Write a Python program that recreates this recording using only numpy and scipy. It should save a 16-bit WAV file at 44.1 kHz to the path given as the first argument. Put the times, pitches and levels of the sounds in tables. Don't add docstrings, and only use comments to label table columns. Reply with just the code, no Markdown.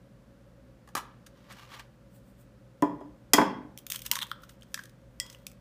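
import sys
import numpy as np
from scipy import signal
from scipy.fft import rfft, irfft
from scipy.io import wavfile

SR = 44100
rng = np.random.default_rng(int(sys.argv[2]) if len(sys.argv) > 2 else 0)


def wrap_up_sound(samples):
    columns = np.atleast_2d(samples).T
    tamed = np.clip(columns, -1, 1)
    steps = np.round(tamed * 32767).astype(np.int16)
    wavfile.write(sys.argv[1], SR, steps)


N = 247048
TIME = np.arange(N) / SR
AGE = np.arange(int(.7 * SR)) / SR

# (frequency [Hz], t60 [s])
ROOM_DECAY = [(100, 1), (300, 0.66), (1000, 0.49), (3000, 0.44), (7000, 0.25), (15000, 0.2)]
# (frequency [Hz], relative level [dB])
AIR_EQ = [(15, -36), (25, -17), (59, 1.5), (88, -25), (101, -14.5), (125, -6.5), (146, -10), (191, -6),
          (293, -12), (383, -18), (543, -20.5), (856, -26), (1500, -27), (2240, -34), (15000, -49)]
# (centre [Hz], width [Hz], level [dB])
FRIDGE_BANDS = [(57, 14, -68.5), (124, 25, -67), (196.8, 69, -67), (545, 69, -65.5)]

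# (time [s], level [dB], crush time [s])
SHELL_DROPS = [(0.8742, -48, 0.0055), (0.888, -49, 0.0042), (0.9515, -23, 0.0034), (0.9543, -24, 0.0014),
               (0.966, -28, 0.0062), (0.973, -26, 0.012), (0.982, -37, 0.0065)]
# (frequency [Hz], gain [dB])
HOLLOW_EQ = [(30, -38), (200, -5.5), (600, -9), (800, 0), (1100, 7.5), (1400, -1.5), (1750, 2), (2100, -9),
             (4000, -11), (9000, -14), (15500, -21)]

# (peak time [s], relative level [dB], rise [s])
CARTON_PULLS = [(1.39, -65.5, 0.1), (1.512, -49, 0.037), (1.59, -54.5, 0.22), (1.745, -45, 0.078),
                (1.8, -47, 0.032)]
# (frequency [Hz], gain [dB])
PULP_EQ = [(200, -10), (600, -3), (1100, 6.5), (2000, 2), (3500, -1.5), (6000, -8), (9000, -16.5),
           (15000, -17.5)]
# (frequency [Hz], relative level [dB], t60 [s])
CARTON_MODES = [(1204, 10, 0.092), (1580, 5, .03), (1980, 5, 0.062), (2720, 7.5, 0.043), (3350, -2, 0.029),
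                (4300, -18, 0.023), (5700, 2.5, 0.04)]
# (time [s], level [dB], length [s])
CARTON_CATCHES = [(1.263, -45, .008), (1.522, -45, 0.0072), (1.795, -45, 0.0014)]
# (peak time [s], level [dB], rise [s])
FINGER_SLIDES = [(2.16, -62, 0.063), (2.29, -69.5, 0.12), (2.41, -62.5, .05)]
# (frequency [Hz], gain [dB])
SKIN_EQ = [(1000, -7), (4000, -5), (6500, -6), (8000, 3.5), (10500, -4), (14500, 2)]

# (time [s], swing level [dB], knock level [dB], contact brightness [Hz])
BOWL_BLOWS = [(2.824, -11, -14.5, 1065), (2.831, -19, -29.5, 840), (3.011, -34, -34.5, 750),
              (3.335, -12, -12.5, 1930), (3.3819, -18, -11, 1450), (3.3852, -11, -11.5, 1550),
              (3.3968, -27.5, -13.5, 826), (3.415, -21, -14, 1480)]
# (frequency [Hz], relative level [dB], t60 [s])
SWING_MODES = [(205, -14, .3), (238, -17, .15), (294, 0, .27), (398, -9, .2), (490, -17, .15),
               (590, -14, .15), (657, -12, .2), (700, -15, .15), (870, -8, .17), (992, -13, .14),
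               (1033, -11, .11), (1210, -18, .1)]
# (frequency [Hz], gain [dB])
WOOD_EQ = [(30, -40.5), (110, -13), (220, 4), (380, -0.5), (520, -2.5), (700, -1), (1000, 5), (1300, -4),
           (1900, -2), (3000, -5), (8000, 0.5)]
# (time [s], crush level [dB], crush time [s], ring level [dB])
CERAMIC_HITS = [(2.8225, -35, 0.0022, -40), (3.0064, -68, 0.0025, -58), (3.3343, -5, 0.003, -11.5),
                (3.3401, -16, 0.0037, -46), (5.2, -45, 0.0016, -28.5)]
# (frequency [Hz], relative level [dB], t60 [s])
CERAMIC_MODES = [(1936, -1, .12), (2010, 0, .17), (3270, 1.5, .2), (3410, -11, .29), (3731, -19, .18),
                 (5052, -9, .23), (5240, -14, .1), (6169, -15, .13), (6970, -7, .16), (7934, -11, .08),
                 (9286, -21, .15), (11850, -18, .12)]
# (frequency [Hz], gain [dB])
CRUSH_EQ = [(40, -38.5), (250, -17.5), (600, -17.5), (1100, 3.5), (1600, -1), (2100, 3), (2700, 2.5),
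            (4200, -2), (5800, 3.5), (8000, 1.5), (11000, -3.5), (15500, -4.5)]

# (peak time [s], level [dB], rise [s])
SQUELCHES = [(4.13, -39, 0.023), (4.228, -40.5, 0.027), (4.34, -65, 0.26), (5.26, -61, 0.11)]
# (frequency [Hz], gain [dB])
WET_EQ = [(400, -27), (750, -20.5), (950, 3.5), (1250, -6), (1600, -6), (2100, -17), (3500, -19),
          (9000, -34)]
# (peak time [s], level [dB], rise [s])
THUMB_SQUEEZES = [(3.95, -36, 0.035), (4.063, -35.5, 0.019), (4.145, -46.5, .05), (4.228, -39.5, 0.024),
                  (4.3, -55, 0.037), (4.44, -55.5, 0.036), (4.51, -60, 0.058), (4.79, -56.5, .12),
                  (5.32, -62, .2)]
# (frequency [Hz], gain [dB])
FRACTURE_EQ = [(100, -46), (700, -16), (1100, 4), (2200, 4.5), (3300, 5.5), (4800, 1.5), (6500, 3.5),
               (7500, -1.5), (8500, 3), (10500, -1.5), (13000, 3), (16000, 4)]
# (time [s], level [dB], length [s])
DRY_SNAPS = [(3.7756, -37.5, 0.0012), (3.785, -41.5, 0.0051), (3.866, -34.5, .0024), (3.9, -27, 0.0048),
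             (3.916, -33, 0.0029), (3.921, -24, 0.00037), (3.932, -36, 0.0028), (3.9595, -28, 0.0015),
             (3.991, -39, .0025), (4.018, -35.5, 0.0034), (4.063, -29.5, 0.0027), (4.114, -13.5, 0.0019),
             (4.135, -33, 0.0017), (4.154, -25.5, 0.0038), (4.165, -34, 0.0046), (4.1894, -28.5, 0.00057),
             (4.492, -45.5, 0.0063), (4.63, -52.5, 0.0035), (4.7427, -25, 0.0028), (4.837, -48, 0.0024),
             (4.894, -55.5, 0.0032), (5.467, -33, 0.0019)]
# (time [s], opening [0-1])
SHELL_GAPE = [(4.11, 0.02), (4.16, 0.9), (4.74, 1), (5.47, .4)]
# (time [s], note level [dB], length [s], note [Hz])
WET_POPS = [(4.1633, -30, 0.0077, 1070), (4.204, -37, 0.0012, 3700), (4.2146, -27.5, 0.0056, 3650),
            (4.2215, -25, 0.003, 3560), (4.229, -28, 0.0016, 3600), (4.3146, -30.5, 0.00083, 3570),
            (4.3152, -25.5, 0.00058, 1346), (4.4323, -42.5, .007, 1430), (4.622, -46.5, 0.0013, 3220),
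            (4.775, -35.5, 0.0043, 1740), (4.79, -32, 0.0047, 1720), (5.347, -45, 0.0015, 3000)]
# (time [s], level [dB], length [s])
SHELL_LANDINGS = [(5.2, -22.5, 0.0009), (5.263, -46, 0.0037), (5.299, -42, 0.0033), (5.326, -47.5, 0.0052)]


def amp(db):
    return 10 ** (np.asarray(db) / 20)


def unit(x):
    return x * np.sqrt(.002 * SR / np.sum(x ** 2))


def steady(x):
    return x / np.std(x)


def along(points, hz):
    point_hz, value = np.transpose(points)
    return np.interp(np.log(hz + 1), np.log(point_hz), value)


def through(x, response):
    return signal.fftconvolve(x, response)[:len(x)]


def colour(x, eq, size=4096):
    gain = amp(along(eq, np.fft.rfftfreq(size, 1 / SR)))
    cepstrum = irfft(np.log(gain))
    cepstrum[1:size // 2] *= 2
    cepstrum[size // 2 + 1:] = 0
    return through(x, irfft(np.exp(rfft(cepstrum))))


def soften(x, hz, order=2):
    return signal.sosfilt(signal.butter(order, min(hz, SR / 2 - 1000), fs=SR, output="sos"), x)


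def ring(modes):
    return sum((-1) ** k * amp(db - 60 * AGE / t60) * np.sin(2 * np.pi * hz * AGE)
               for k, (hz, db, t60) in enumerate(modes))


def add(track, s, sound):
    start = int(s * SR)
    track[start:start + len(sound)] += sound[:N - start]


def grains(count, spread_db):
    return steady(rng.standard_normal(count) * amp(spread_db * rng.standard_normal(count)))


def effort(strokes, release):
    swells = [amp(db - 20 * np.maximum(s - TIME, (TIME - s) / release) / rise) for s, db, rise in strokes]
    return np.max(swells, axis=0)


def friction(envelope, eq, spread_db, catch_db, catch_hz):
    catches = steady(soften(rng.standard_normal(N), catch_hz))
    slips = grains(N, spread_db) * amp(catch_db * catches)
    return envelope * steady(colour(slips, eq))


def fracture(length, eq, count=4096):
    progress = AGE[:count] / length
    envelope = np.exp(-progress ** 1.5) * (1 - np.exp(-5 * progress))
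    return unit(colour(grains(count, spread_db=2) * envelope, eq))


def snap(length, note_hz, note_db, bright_hz):
    breaks = fracture(length, FRACTURE_EQ)
    resonance = ring([(note_hz, 0, 13 / note_hz)])[:len(breaks)]
    note = unit(through(breaks, resonance))
    low_cut = signal.butter(2, 1.14 * min(note_hz, 3000), "high", fs=SR, output="sos")
    click = unit(signal.sosfilt(low_cut, soften(breaks, bright_hz)))
    return click + amp(note_db) * note


def kitchen(x, early_db=5, early_t60=.11, build_s=0.0018):
    noise, hz = rfft(rng.standard_normal(len(AGE))), np.fft.rfftfreq(len(AGE), 1 / SR)
    response = rng.standard_normal(len(AGE)) * amp(early_db - 60 * AGE / early_t60)
    for band_hz, t60 in ROOM_DECAY:
        band = along([(f, f == band_hz) for f, _ in ROOM_DECAY], hz)
        response += irfft(noise * band, len(AGE)) * amp(-60 * AGE / t60)
    response *= 1 - np.exp(-(AGE / build_s) ** 2)
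    return through(x, response / np.sqrt(np.sum(response ** 2)))


def room_tone():
    return amp(-57.5) * steady(colour(rng.standard_normal(N), AIR_EQ))


def fridge(hum_hz=120, hum_db=-62):
    out = amp(hum_db) * steady(np.sin(2 * np.pi * hum_hz * TIME))
    hz = np.fft.rfftfreq(N, 1 / SR)
    for centre, width, db in FRIDGE_BANDS:
        band = np.exp(-2 * ((hz - centre) / width) ** 2)
        phases = np.exp(2j * np.pi * rng.random(len(hz)))
        out += amp(db) * steady(irfft(band * phases, N))
    return out


def dropped_shell():
    out = np.zeros(N)
    for s, db, length in SHELL_DROPS:
        add(out, s, amp(db) * fracture(length, HOLLOW_EQ))
    return out + kitchen(amp(-6) * out, early_db=9.5)


def carton():
    pulls = effort(CARTON_PULLS, release=0.96)
    rasp = friction(pulls, PULP_EQ, spread_db=3, catch_db=2.5, catch_hz=120)
    walls = ring(CARTON_MODES)
    body = through(rasp, walls / np.sqrt(np.sum(walls ** 2)))
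    out = amp(1.5) * rasp + amp(-18.5) * body
    return out + kitchen(amp(-13.5) * out)


def fingers():
    slides = effort(FINGER_SLIDES, release=1)
    return friction(slides, SKIN_EQ, spread_db=2, catch_db=0.5, catch_hz=60)


def rocking_bowl(knock_t60=0.065):
    swings, knocks, swing = np.zeros(N), np.zeros(N), ring(SWING_MODES)
    for s, swing_db, knock_db, contact_hz in BOWL_BLOWS:
        knock = colour(rng.standard_normal(len(AGE)) * amp(-60 * AGE / knock_t60), WOOD_EQ)
        add(swings, s, amp(swing_db) * unit(soften(swing, contact_hz, order=3)))
        add(knocks, s, amp(knock_db) * unit(soften(knock, contact_hz, order=3)))
    return swings + knocks + kitchen(amp(-14) * swings + amp(-8.5) * knocks, early_db=-4.5)


def ceramic_hits():
    crush, rings, wall = np.zeros(N), np.zeros(N), unit(ring(CERAMIC_MODES))
    for s, crush_db, length, ring_db in CERAMIC_HITS:
        add(crush, s, amp(crush_db) * fracture(length, CRUSH_EQ))
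        add(rings, s, amp(ring_db) * wall)
    reverb = kitchen(amp(-13) * rings, early_db=-10) + kitchen(amp(-10) * crush, early_db=1)
    return crush + rings + reverb


def egg_white():
    flow = effort(SQUELCHES, release=1.1)
    pops = friction(flow, WET_EQ, spread_db=7, catch_db=3, catch_hz=150)
    return pops + kitchen(amp(-12.5) * pops)


def crumble():
    squeezes = effort(THUMB_SQUEEZES, release=0.86)
    flakes = friction(squeezes, FRACTURE_EQ, spread_db=4, catch_db=4, catch_hz=250)
    return flakes + kitchen(amp(-16) * flakes)


def cracks():
    closed_note_hz, open_note_hz, note_db = 3570, 1700, -4
    closed_bright_hz, open_bright_hz = 15600, 10800
    chip_delay_s, chip_length_s = .06, 0.0023
    out = np.zeros(N)
    for s, db, length in DRY_SNAPS:
        opening = np.interp(s, *np.transpose(SHELL_GAPE))
        note_hz = closed_note_hz * (open_note_hz / closed_note_hz) ** opening
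        bright_hz = closed_bright_hz * (open_bright_hz / closed_bright_hz) ** opening
        add(out, s, amp(db) * snap(length, note_hz, note_db, bright_hz))
        for wait, chip_db in zip(rng.exponential(chip_delay_s, size=3), rng.normal(-26, 3, size=3)):
            chip = snap(chip_length_s, note_hz, note_db, bright_hz)
            add(out, min(s + wait, TIME[-1]), amp(db + chip_db) * chip)
    return out


def eggshell(pop_note_db=9):
    out = cracks()
    for s, db, length, note_hz in WET_POPS:
        pop = snap(length, note_hz, pop_note_db, bright_hz=2.56 * note_hz)
        add(out, s, amp(db - pop_note_db) * pop)
    for s, db, length in CARTON_CATCHES:
        add(out, s, amp(db) * snap(length, note_hz=1620, note_db=-3, bright_hz=10900))
    for s, db, length in SHELL_LANDINGS:
        add(out, s, amp(db) * snap(length, note_hz=3270, note_db=-13, bright_hz=7340))
    return out + kitchen(amp(-11) * out, early_db=9)


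def scene():
    hits = rocking_bowl() + ceramic_hits() + dropped_shell() + eggshell()
    textures = carton() + fingers() + crumble() + egg_white()
    bed = room_tone() + fridge()
    return (hits + textures + bed)[None]


def record(dry):
    bottom_hz, top_hz, ceiling = 42, 15400, .8
    low_cut = signal.butter(4, bottom_hz, "high", fs=SR, output="sos")
    high_cut = signal.ellip(10, .2, 70, top_hz, fs=SR, output="sos")
    rounded = ceiling * np.tanh(signal.sosfilt(low_cut, dry) / ceiling)
    return signal.sosfilt(high_cut, rounded)


dry = scene()
out = record(dry)
wrap_up_sound(out)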